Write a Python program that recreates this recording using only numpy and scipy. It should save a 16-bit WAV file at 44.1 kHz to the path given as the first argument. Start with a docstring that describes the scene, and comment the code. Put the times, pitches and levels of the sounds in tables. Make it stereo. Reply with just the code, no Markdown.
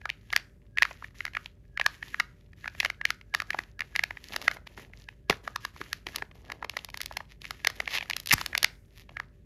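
"""Close to the microphone, two thumbs press the foil lids of a halved plastic candy egg, which buckle in dry snaps:
each snap is a burst of tiny slips shaped by broad resonances of foil and cup. One half is bent away with a hollow
pop of decaying sines; a small plastic spoon is picked at, rubbed and torn off its lid in runs of coloured grains.
Fingers slide on the plastic in between; the small room adds a faint noise tail and hums softly."""
import sys
import numpy as np
from scipy import signal
from scipy.fft import rfft, irfft, next_fast_len
from scipy.io import wavfile
from scipy.ndimage import uniform_filter1d

SR = 44100
rng = np.random.default_rng(int(sys.argv[2]) if len(sys.argv) > 2 else 0)


def file_out(sig):
    """Save sig as 16-bit WAV at sys.argv[1]."""
    # one column per channel
    cols = np.atleast_2d(sig).T
    # limit, then scale
    lim = np.clip(cols, -1, 1)
    pcm = np.round(lim * 32767).astype(np.int16)
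    wavfile.write(sys.argv[1], SR, pcm)


N = 416744
FFT_SIZE = next_fast_len(N + SR // 2)
FFT_HZ = np.maximum(np.arange(FFT_SIZE // 2 + 1) * SR / FFT_SIZE, 1)

# finger strokes over lids and cups: start_s, end_s, slide_db (before the trim in sliding), grip_db (rustle of the cups)
STROKES = [(0.0, 0.312, -65.5, -87), (0.32, 0.39, -53.5, -80), (0.777, 0.905, -52, -73),
           (0.98, 1.068, -59.5, -78), (1.148, 1.284, -55.5, -77), (1.331, 1.46, -56, -80),
           (1.81, 2.223, -55.5, -76), (2.566, 2.773, -57.5, -78), (2.776, 2.88, -50, -69),
           (3.042, 3.107, -53.5, -68), (3.34, 3.619, -55, -66), (3.792, 3.92, -62, -65.5),
           (3.948, 4.305, -53.5, -68), (4.3, 4.527, -51.5, -52.5), (4.66, 4.733, -61.5, -66),
           (4.769, 4.819, -48, -50), (4.927, 5.00, -58, -67.5), (5.084, 5.132, -63, -83),
           (5.303, 5.317, -46, -66), (5.435, 5.482, -51.5, -54.5), (5.604, 5.647, -51, -67),
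           (5.734, 5.955, -56, -65), (6.063, 6.195, -49.5, -52.5), (6.348, 6.413, -60, -58.5),
           (6.443, 6.547, -60.5, -55), (6.61, 6.646, -71, -52), (6.692, 6.853, -59, -66),
           (6.925, 7.21, -59, -68), (7.292, 7.31, -59.5, -73), (7.408, 7.63, -53.5, -67.5),
           (7.674, 8.18, -53, -59.5), (8.29, 8.41, -43.5, -65), (8.463, 8.664, -56.5, -56),
           (8.878, 9.038, -64, -75), (9.105, 9.21, -65, -63)]


def from_db(db):
    """Decibels to gain."""
    return 10 ** (np.asarray(db) / 20)


def rms_one(x):
    """Scale to an rms of 1."""
    return x / np.sqrt(np.mean(x ** 2) + 1e-20)


def at_hz(points, hz):
    """Read a table on a log-frequency axis."""
    points = np.array(points)
    return np.interp(np.log(hz), np.log(points[:, 0]), points[:, 1])


def band(x, low_hz, high_hz):
    """Causal band-pass."""
    sos = signal.butter(2, [low_hz, high_hz], "band", fs=SR, output="sos")
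    return signal.sosfilt(sos, x + 1e-18)


def filtered(x, response):
    """Apply a frequency response."""
    return irfft(rfft(x, FFT_SIZE) * response, FFT_SIZE)[..., :N]


def coloured(x, spectrum):
    """Give a white signal a spectrum, keeping its power."""
    return filtered(x, rms_one(from_db(at_hz(spectrum, FFT_HZ))))


def grains(per_s, spread_db, size):
    """Random tiny slips, many weak and a few strong; rms 1."""
    strength = from_db(spread_db * np.minimum(rng.exponential(1, size), 4))
    strength = strength * rng.choice([-1, 1], size)
    happens = rng.random(size) < per_s / SR
    return rms_one(strength * happens)


def room_tone(level_db=-56, side_db=-13):
    """Low rumble, mostly alike in both channels, and faint steady hum lines."""
    # rumble spectrum: freq_hz, relative_db_per_hz
    rumble_colour = [(15, -27.5), (25, -13), (42, 1), (70, 3), (110, 1.5), (180, -6), (290, -15),
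                     (400, -15.5), (485, -20.5), (600, -25.5), (800, -48), (1500, -38.5), (4000, -47),
                     (16000, -51.5)]
    # steady tones: freq_hz, rms_db
    hum_lines = [(49.5, -59), (253, -79), (388, -76), (588, -79)]
    mid, side = coloured(rng.standard_normal((2, N)), rumble_colour)
    rumble = from_db(level_db) * (mid + from_db(side_db) * side * [[1], [-1]])
    t = np.arange(N) / SR
    hum = sum(from_db(db) * np.sqrt(2) * np.sin(2 * np.pi * hz * t) for hz, db in hum_lines)
    return rumble + hum


def stroke_level(db_column, attack_s=0.012, release_db_per_s=186, rest_db=-77.5):
    """Each stroke sets in quickly, holds, and fades as the fingers stop, down to a resting floor; gain over time."""
    t = np.arange(0, N, 40) / SR
    level = np.full(len(t), from_db(rest_db))
    for (start_s, end_s, *_), db in zip(STROKES, db_column):
        attack = np.clip((t - start_s) / attack_s + .5, 0, 1)
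        release_db = release_db_per_s * np.maximum(t - end_s, 0)
        level = np.maximum(level, attack * from_db(db - release_db))
    return np.interp(np.arange(N) / SR, t, level)


def crinkles(per_s, spread_db, count=8):
    """Tiny creases tick in a few pitch bands, weaker towards the treble; rms 1."""
    ticks = 0
    for hz in np.geomspace(1300, 6500, count):
        ticks = ticks + band(grains(per_s / count, spread_db, N), hz / 1.4, hz * 1.4) / hz ** .75
    return rms_one(ticks)


def sliding(slide, level_db=-3, per_s=5000, spread_db=4.0, crinkle_db=-4, waver_db=4.0, count=190):
    """Fingertips drag over the lids with uneven pressure: a fine grain and sparse crinkles."""
    # grain spectrum: freq_hz, relative_db_per_hz
    slide_colour = [(300, 4), (700, -14.5), (1700, 1), (3000, 1), (5000, -10), (7000, -7.5), (8500, -11),
                    (11500, -14.5), (14000, -16), (16000, -35)]
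    pressure_db = waver_db * np.interp(np.arange(N), np.linspace(0, N, count), rng.standard_normal(count))
    ticks = crinkles(per_s=120, spread_db=5)
    grain = coloured(grains(per_s, spread_db, N), slide_colour)
    return slide * from_db(level_db + pressure_db) * (grain + from_db(crinkle_db) * ticks)


def grip(level, low_hz=190, high_hz=800):
    """Skin sticks and slips on the hollow cups with a dull rustle."""
    slips = grains(per_s=1200, spread_db=6.5, size=N)
    return level * rms_one(band(slips, low_hz, high_hz))


def resonance(hz, low_hz, high_hz):
    """Power response of a broad resonance; its sum is 1."""
    power = 1 / (1 + ((hz * hz - low_hz * high_hz) / (hz * (high_hz - low_hz))) ** 4)
    return power / power.sum()


def causal(gain):
    """The minimum-phase response with this gain: it rings only after it is struck."""
    cepstrum = irfft(np.log(gain + 1e-12))
    fold = 1 + np.sign(np.fft.fftfreq(len(cepstrum)))
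    return np.exp(rfft(cepstrum * fold))


def slip_duration_ms(knock_db, sharp_db):
    """A harder knock, up to the ring's level, means a longer slip; a very sharp fold is over sooner."""
    base_ms, doubling_db = 1.72, 22
    sharp_from_db, knock_db_per_sharp_db = -7.5, 0.8
    shortening_db = knock_db_per_sharp_db * max(sharp_db - sharp_from_db, 0)
    return base_ms * 2 ** ((min(knock_db, 0) - shortening_db) / doubling_db)


def slip_force(ms, slip_ms):
    """Creases creep, the dent flips at 0 ms and more creases follow."""
    after_ms = 1.88 * slip_ms
    before_ms = .5 + .6 * slip_ms
    envelope = np.exp(-(ms / np.where(ms < 0, before_ms, after_ms)) ** 2)
    creases = grains(7000, 3.4, len(ms)) * envelope
    flip = (ms == 0) * rng.choice([-1, 1])
    return flip + creases / (np.linalg.norm(creases) + 1e-9) * np.sqrt(after_ms)


def snaps(rows, ring_width=1.276, pan_spread_db=1.4, size=2048):
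    """Each snap strikes a patch of foil or plastic that rings for a few cycles at its own pitch, and the cup
    beneath it."""
    knock_hz, crack_hz, tick_hz = (620, 1250), (2400, 5300), (6500, 13000)
    # level against the ring at sharpness 0, and dB gained per dB of sharpness
    crack_db, crack_per_sharp = -3, 0.86
    tick_db, tick_per_sharp = -14.5, 1.27
    out, flip = np.zeros((2, N + size)), size // 4
    ms = (np.arange(size) - flip) / SR * 1000
    hz = np.fft.rfftfreq(size, 1 / SR) + 1
    level_window = .005 * SR  # ring level is the rms over 5 ms
    for s, ring_db, ring_hz, knock_db, sharp_db in rows:
        force = rfft(slip_force(ms, slip_duration_ms(knock_db, sharp_db)))
        # even on the whole, with fine ripple
        force = force / np.sqrt(uniform_filter1d(np.abs(force) ** 2, size=41))
        parts = [((ring_hz / ring_width, ring_hz * ring_width), 0),
                 (knock_hz, knock_db),
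                 (crack_hz, crack_db + crack_per_sharp * sharp_db),
                 (tick_hz, tick_db + tick_per_sharp * sharp_db)]
        power = sum(from_db(ring_db + db) ** 2 * resonance(hz, *edges) for edges, db in parts)
        struck = rms_one(irfft(force * causal(np.sqrt(power))))
        # creases lie a little to the left or right
        pan = from_db(pan_spread_db * rng.standard_normal() * np.array([[.5], [-.5]]))
        at = max(round(s * SR) - flip, 0)
        out[:, at:at + size] += pan * struck * np.sqrt(power.sum() * level_window / size)
    return out[:, :N]


def faint_snaps(slide, per_s=5.1, over_slide_db=5.5, spread_db=3, colour_spread_db=5, count=400):
    """Snap rows for small creases giving way at random, as loud as the sliding allows."""
    typical_hz, spread_octaves = 2500, .35
    typical_knock_db, typical_sharp_db = -11, -7
    s, chance = rng.random((count, 2)).T * [[(N - 1) / SR], [1]]
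    size, pitch, knock, sharp = np.clip(rng.standard_normal((count, 4)), -2, 2).T
    ring_db = 20 * np.log10(slide[(s * SR).astype(int)]) + over_slide_db + spread_db * size
    ring_hz = typical_hz * 2 ** (spread_octaves * pitch)
    knock_db = typical_knock_db + colour_spread_db * knock
    sharp_db = typical_sharp_db + colour_spread_db * sharp
    rows = np.transpose([s, ring_db, ring_hz, knock_db, sharp_db])
    return rows[chance < per_s * N / SR / count]


def room(x, first_echo_s=0.0079, likeness=0.33):
    """A faint diffuse noise tail, partly alike at both ports, with its own decay time in each band."""
    # decay time: freq_hz, t60_s
    decay_times = [(200, 0.37), (1500, 0.36), (4000, 0.096), (12000, 1)]
    # tail level: freq_hz, level_db against the direct sound
    send_levels = [(200, -19.5), (1000, -23), (2300, -24), (4500, -20), (8500, -36.5), (12000, -32),
                   (16000, -30)]
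    t, tail = np.arange(SR // 2) / SR, 0
    edges_hz = np.geomspace(120, 16000, 11)
    for low, high in zip(edges_hz, edges_hz[1:]):
        hz = np.sqrt(low * high)
        decay = np.exp(-np.log(1000) * t / at_hz(decay_times, hz)) * (t > first_echo_s)
        noise = band(rng.standard_normal((3, len(t))), low, high)
        noise = np.sqrt(likeness) * noise[2] + np.sqrt(1 - likeness) * noise[:2]
        tail = tail + from_db(at_hz(send_levels, hz)) * noise * decay / np.linalg.norm(decay)
    return filtered(x, rfft(tail, FFT_SIZE))


def pops(pop_t60_s=0.033):
    """The whole cup springs over and its low modes die quickly in the hand; a sudden release jolts the hands too."""
    # hollow pops of the flexing cup: start_s, pitch_hz, start_amplitude_db
    cup_pops = [(3.544, 360, -39), (3.588, 333, -34), (4.362, 384, -41), (5.2989, 411, -13),
                (5.806, 401, -34), (5.813, 327, -34), (6.069, 350, -35), (6.223, 405, -35),
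                (6.645, 392, -47), (7.672, 436, -34), (7.801, 420, -36.5), (8.337, 306, -32.5)]
    # hands recoil as the halves part and the spoon comes free: start_s, base_hz, base_db (before mode factors)
    recoils = [(5.301, 209, -24.5), (8.341, 109.7, -22.5)]
    # modes of a recoil: pitch_share of base_hz, level_db against base_db, t60_s, delay_cycles of base_hz
    recoil_modes = [(0.78, 1, .049, 0.067), (0.36, -9.5, 0.023, .9)]
    modes = [(s, hz, db, pop_t60_s) for s, hz, db in cup_pops]
    for s, hz, db in recoils:
        for share, mode_db, t60_s, cycles in recoil_modes:
            modes.append((s + cycles / hz, hz * share, db + mode_db, t60_s))
    out, t = np.zeros(N), np.arange(SR // 4) / SR
    for s, hz, db, t60_s in modes:
        at = round(s * SR)
        decay = np.exp(-np.log(1000) * t / t60_s)
        out[at:at + len(t)] += from_db(db) * np.sin(2 * np.pi * hz * t) * decay
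    return out


def scrapes(spread_db=4.5, treble_hz=4500, swell_share=0.72):
    """Nails and spoon stick and slip on the lids in runs that swell and stop; a harder run slips faster."""
    # runs: top_s (strongest), length_s, level_db (at the top, before colouring), treble_db (gain above treble_hz)
    runs = [(4.337, 0.038, -38, -5.5), (4.456, 0.063, -42, -4), (4.549, 0.029, -50, 6.5),
            (4.673, 0.023, -40, -25.5), (4.773, 0.018, -54, -8), (4.817, 0.036, -49, -3),
            (5.32, 0.055, -34, -18), (5.781, 0.026, -44, -7), (5.816, 0.038, -41, -19),
            (6.161, 0.082, -39, -15), (6.36, 0.02, -54, 0), (6.49, .11, -50.5, -21),
            (7.323, 0.089, -50, -26), (7.764, .04, -47.5, -1.5), (7.96, 0.15, -25, -18.5),
            (8.037, 0.022, -39.5, -6.5), (8.237, .025, -55, 7), (9.005, .16, -51.5, -1.5)]
    # spectrum: freq_hz, relative_db_per_hz
    scrape_colour = [(200, -19), (600, -12), (1200, -7), (2100, 0), (3600, -1), (5500, -7), (8500, -14),
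                     (12000, -11), (14000, -14), (16000, -26)]
    fastest_per_s, rate_halving_db = 4500, 7
    out, hardest_db = np.zeros(N), max(db for _, _, db, _ in runs)
    for top_s, length_s, db, treble_db in runs:
        start_s = top_s - swell_share * length_s
        end_s = start_s + length_s
        at = np.arange(round(start_s * SR), round(end_s * SR))
        per_s = fastest_per_s * 2 ** ((db - hardest_db) / rate_halving_db)
        swell = np.interp(at / SR, [start_s, top_s, end_s], [0, 1, 0]) ** 2
        run = grains(per_s, spread_db, len(at)) * swell
        dull = signal.lfilter(*signal.butter(1, treble_hz, fs=SR), run)
        out[at] += from_db(db) * (dull + from_db(treble_db) * (run - dull))
    return coloured(out, scrape_colour)


def rip():
    """The glue under the spoon tears: threads of like strength break within a fiftieth of a second."""
    # level over time: time_s, level_db
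    rip_level = [(8.3225, -45), (8.326, -16), (8.331, -16), (8.335, -16), (8.338, -11), (8.340, -20),
                 (8.343, -42)]
    # spectrum: freq_hz, relative_db_per_hz
    rip_colour = [(200, -4.5), (700, -7.5), (1800, 0), (3800, -8), (6500, -4), (8500, -5.5), (11000, -8),
                  (14000, -11.5), (16000, -25)]
    time_s, db = np.transpose(rip_level)
    level = from_db(np.interp(np.arange(N) / SR, time_s, db, left=-200, right=-200))
    return coloured(level * grains(per_s=9000, spread_db=1, size=N), rip_colour)


def ports(x):
    """The two microphone ports hear the near hands with different colour and phase."""
    # right port against the left: freq_hz, level_db, phase_lead_rad
    right_port = [(50, -.3, -.1), (500, -4, -.4), (1200, -8, -.4), (1480, -7, -2.3), (1632, -2.5, -2.5),
                  (1678, 0, -.1), (1830, .7, -.1), (2400, -4, -.7), (3300, -6.5, -1.1), (5000, -2, .2),
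                  (7000, -1, 1.7), (10000, 1, 4.7), (16000, 1, 9.7)]
    hz, db, lead_rad = np.transpose(right_port)
    response = from_db(np.interp(FFT_HZ, hz, db)) * np.exp(1j * np.interp(FFT_HZ, hz, lead_rad))
    return np.array([x[0], filtered(x[1], response)])


def scene():
    """The egg in the hands, its faint echo and the room tone."""
    # foil snaps, and from about 5.5 s clicks of the plastic spoon: start_s, ring_db (rms over 5 ms), ring_hz,
    # knock_db (cup against ring), sharpness_db
    snap_rows = [(0.0155, -46.5, 1860, -10.5, -16), (0.0564, -23, 1383, -12, -18),
                 (0.0934, -30, 2160, -16.5, -18.5), (0.1011, -23.5, 2513, -29.5, -14.5),
                 (0.3036, -39, 2760, -11.5, -23), (0.3285, -28.5, 1490, -14, -1),
                 (0.3338, -21, 1857, -16.5, -33), (0.3638, -15, 1817, -14.5, -0.5),
                 (0.3756, -36.5, 1954, -14.5, -2), (0.774, -24.5, 1893, -37.5, -25),
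                 (0.7848, -18, 2146, -29.5, -24), (0.8231, -11.5, 1590, -18, -10),
                 (0.8305, -16, 2238, -30.5, -10.5), (0.8525, -23.5, 1536, -29.5, -15),
                 (0.9115, -41, 2130, 4, -13.5), (1.0245, -36, 1150, -11, -31),
                 (1.0439, -34, 1782, -14.5, -24), (1.2066, -27, 1910, -19, -40.5),
                 (1.253, -26, 1710, -17.5, -5.5), (1.2659, -34, 1780, -16, -17.5),
                 (1.2796, -34.5, 1640, -19, -25), (1.3355, -46, 2460, -12, -11),
                 (1.3512, -28.5, 1996, -16, -28), (1.3698, -21.5, 1676, -22, -38),
                 (1.4599, -34, 2860, -15, -17.5), (1.7753, -24.5, 1820, -33.5, -19.5),
                 (1.7985, -24, 2550, -4, -20.5), (1.8139, -20, 1835, -26.5, -17),
                 (1.8636, -13.5, 1499, -16, -4), (2.028, -30, 1946, -18, -33.5),
                 (2.1447, -24.5, 1630, -36.5, -45), (2.2, -16.5, 1745, -20.5, -8),
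                 (2.2041, -19.5, 1536, -27.5, -14), (2.533, -51.5, 1900, -14, -10),
                 (2.644, -34, 1620, -20, -31), (2.6583, -29.5, 1437, -13, -36),
                 (2.6789, -25.5, 1773, -17.5, -17), (2.7501, -44.5, 1840, -5.5, -13.5),
                 (2.8022, -19, 2570, -19, -3.5), (2.806, -23, 2006, -18.5, -9.5),
                 (2.83, -31, 2030, -4.5, -11), (2.8495, -18.5, 1754, -15.5, -6.5),
                 (2.8587, -25, 2350, -7, -18), (2.9012, -24.5, 1845, -15, -9.5),
                 (3.014, -27.5, 1774, -16, -45), (3.0537, -16, 2075, -29.5, -8),
                 (3.1049, -20, 1650, -23.5, -4.5), (3.2132, -46, 2220, -14, -10),
                 (3.3403, -26.5, 2090, -9, -11), (3.3487, -18.5, 1577, -17, -2.5),
                 (3.4019, -23.5, 1760, -28, -10), (3.4204, -28.5, 1464, -12.5, -7),
                 (3.5057, -23, 1884, -18, -9.5), (3.5322, -32.5, 2100, -14, -18),
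                 (3.5454, -29, 1240, 2.5, -21.5), (3.5895, -23, 1726, -10, -11),
                 (3.7937, -34, 1770, -19.5, -8), (3.8073, -24, 1940, -23, -11.5),
                 (3.8195, -30, 1790, -16, -36), (3.9542, -27, 1810, -25, -25.5),
                 (3.962, -21.5, 2037, -16, -3), (3.9935, -18.5, 1890, -19.5, -17.5),
                 (4.0378, -19.5, 1894, -16.5, -5.5), (4.1084, -30, 1840, -7, -27),
                 (4.1717, -36.5, 1860, -15, -25.5), (4.2416, -47.5, 3200, -20.5, 8),
                 (4.3232, -38, 3020, -6, -13.5), (4.3345, -38.5, 2500, -8.5, -11),
                 (4.3426, -35, 1770, -4.5, -10.5), (4.363, -26.5, 1684, -2.5, 3.5),
                 (4.4166, -40.5, 2450, -1, 5), (4.425, -42, 1340, -6, 3.5), (4.4805, -11, 1686, -17.5, -15),
                 (4.5141, -29.5, 1690, -9, -5.5), (4.569, -39.5, 1630, -2, -15),
                 (4.6713, -45, 2400, 1.5, -16), (4.777, -38.5, 1530, -7.5, -15.5),
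                 (4.9357, -44, 1870, -15, -35), (5.0883, -35, 2080, -12.5, -22), (5.2988, -17, 2520, -1, -2),
                 (5.3072, -22, 1780, -3.5, -7), (5.3275, -27, 1450, -13, -17), (5.4772, -25, 1360, -8, -15.5),
                 (5.5608, -24, 1264, -20, -2.5), (5.651, -25.5, 1374, -17, -2.5),
                 (5.7631, -43.5, 1250, -4, -10), (5.8149, -28.5, 1410, -57, -32),
                 (5.9305, -26, 1620, -25, 2.5), (6.0684, -29.5, 2500, -7, -7.5),
                 (6.0878, -39.5, 1800, -20, -5), (6.1472, -38.5, 1460, -16, -11),
                 (6.1606, -35.5, 1250, -8, 14.5), (6.184, -38, 2010, -4.5, -1), (6.223, -27, 1610, -7, -22),
                 (6.3135, -50, 2460, -4, -31.5), (6.501, -33, 1680, -6.5, -17), (6.5199, -32, 1960, -4, -3.5),
                 (6.6267, -28, 1190, -19, -44.5), (6.6463, -35, 2050, 2.5, -4), (6.6968, -31, 2450, -10, 2.5),
                 (6.7372, -49, 1880, 4, -20), (6.7693, -26.5, 1780, -5, -3), (6.7908, -37, 2980, -11.5, -26),
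                 (6.8475, -45.5, 2580, -1, 15.5), (6.8882, -42, 2060, -1, -9), (6.9021, -49, 2570, -7, 7),
                 (6.9436, -33.5, 1907, -6.5, -4), (6.9742, -40.5, 1460, -7, 9.5),
                 (7.0058, -32.5, 1760, -12.5, -2.5), (7.0155, -39.5, 1790, -20.5, 15.5),
                 (7.0331, -46.5, 1820, -9, 9), (7.06, -42, 2320, -6.5, 15), (7.1127, -43, 1430, 8, -23),
                 (7.1248, -47.5, 1620, -12, 5), (7.1705, -28.5, 2025, -3.5, 3), (7.2055, -39, 1870, 4, -24),
                 (7.4443, -39.5, 2020, -12, -8.5), (7.4532, -34.5, 2200, -12, -6),
                 (7.5086, -29, 1517, -10, 0.5), (7.6485, -22.5, 2090, -11, -4),
                 (7.672, -16.5, 1778, -12, 1.5), (7.7011, -38, 1620, -1, 4), (7.8028, -23, 1970, -7.5, -7.5),
                 (7.8773, -24.5, 2070, -11.5, -18), (7.9532, -27.5, 2106, -10, -4),
                 (7.9753, -24.5, 2660, -15.5, -16), (7.9842, -25.5, 2580, -12.5, -9.5),
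                 (8.0089, -30.5, 2374, -14.5, -23), (8.0266, -31.5, 2416, -8, -28),
                 (8.0998, -29, 2210, -5, 4.5), (8.1101, -25.5, 1872, -24.5, -7),
                 (8.1339, -26.5, 2860, -26, -28), (8.1663, -33, 1452, -9.5, 11),
                 (8.2008, -51.5, 2120, -1.5, 21), (8.2604, -48.5, 1820, -13, 18),
                 (8.2731, -45.5, 1607, -1, 21), (8.2892, -37.5, 3200, -24.5, 3.5),
                 (8.2953, -35, 3130, -16, 6.5), (8.3103, -17, 2310, -24, -7.5), (8.3157, -14, 2220, -29, -10),
                 (8.3237, -26, 2207, -9.5, -4.5), (8.3816, -31, 1490, -11, -3.5),
                 (8.3911, -37.5, 1650, -9, -4.5), (8.4133, -26, 1280, -10, -2.5),
                 (8.4624, -31, 1610, -11.5, 9), (8.5312, -31.5, 1770, -12.5, -27),
                 (8.5517, -18.5, 1850, -14, -10), (8.5785, -25.5, 2640, -9, 8), (8.6303, -28.5, 1430, -8, 13),
                 (8.6454, -13.5, 1838, -19, 0), (9.0932, -46.5, 2540, 0.5, -26.5),
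                 (9.1698, -28.5, 1720, -18.5, -42), (9.2003, -26, 1410, -34.5, -18)]
    _, _, slide_db, grip_db = np.transpose(STROKES)
    slide = stroke_level(slide_db)
    egg = sliding(slide) + grip(stroke_level(grip_db))
    egg = egg + snaps(snap_rows) + snaps(faint_snaps(slide))
    egg = egg + pops() + scrapes() + rip()
    return ports(egg) + room(egg.mean(axis=0)) + room_tone()


def record(dry, bass_hz=36, air_hz=14800, cutoff_hz=16500):
    """The deepest bass is dropped; the microphone's top rolls off and is then cut steeply."""
    lean = signal.sosfilt(signal.butter(3, bass_hz, "high", fs=SR, output="sos"), dry)
    soft = signal.sosfilt(signal.butter(6, air_hz, fs=SR, output="sos"), lean)
    return signal.sosfiltfilt(signal.butter(16, cutoff_hz, fs=SR, output="sos"), soft)


dry = scene()
out = record(dry)
file_out(out)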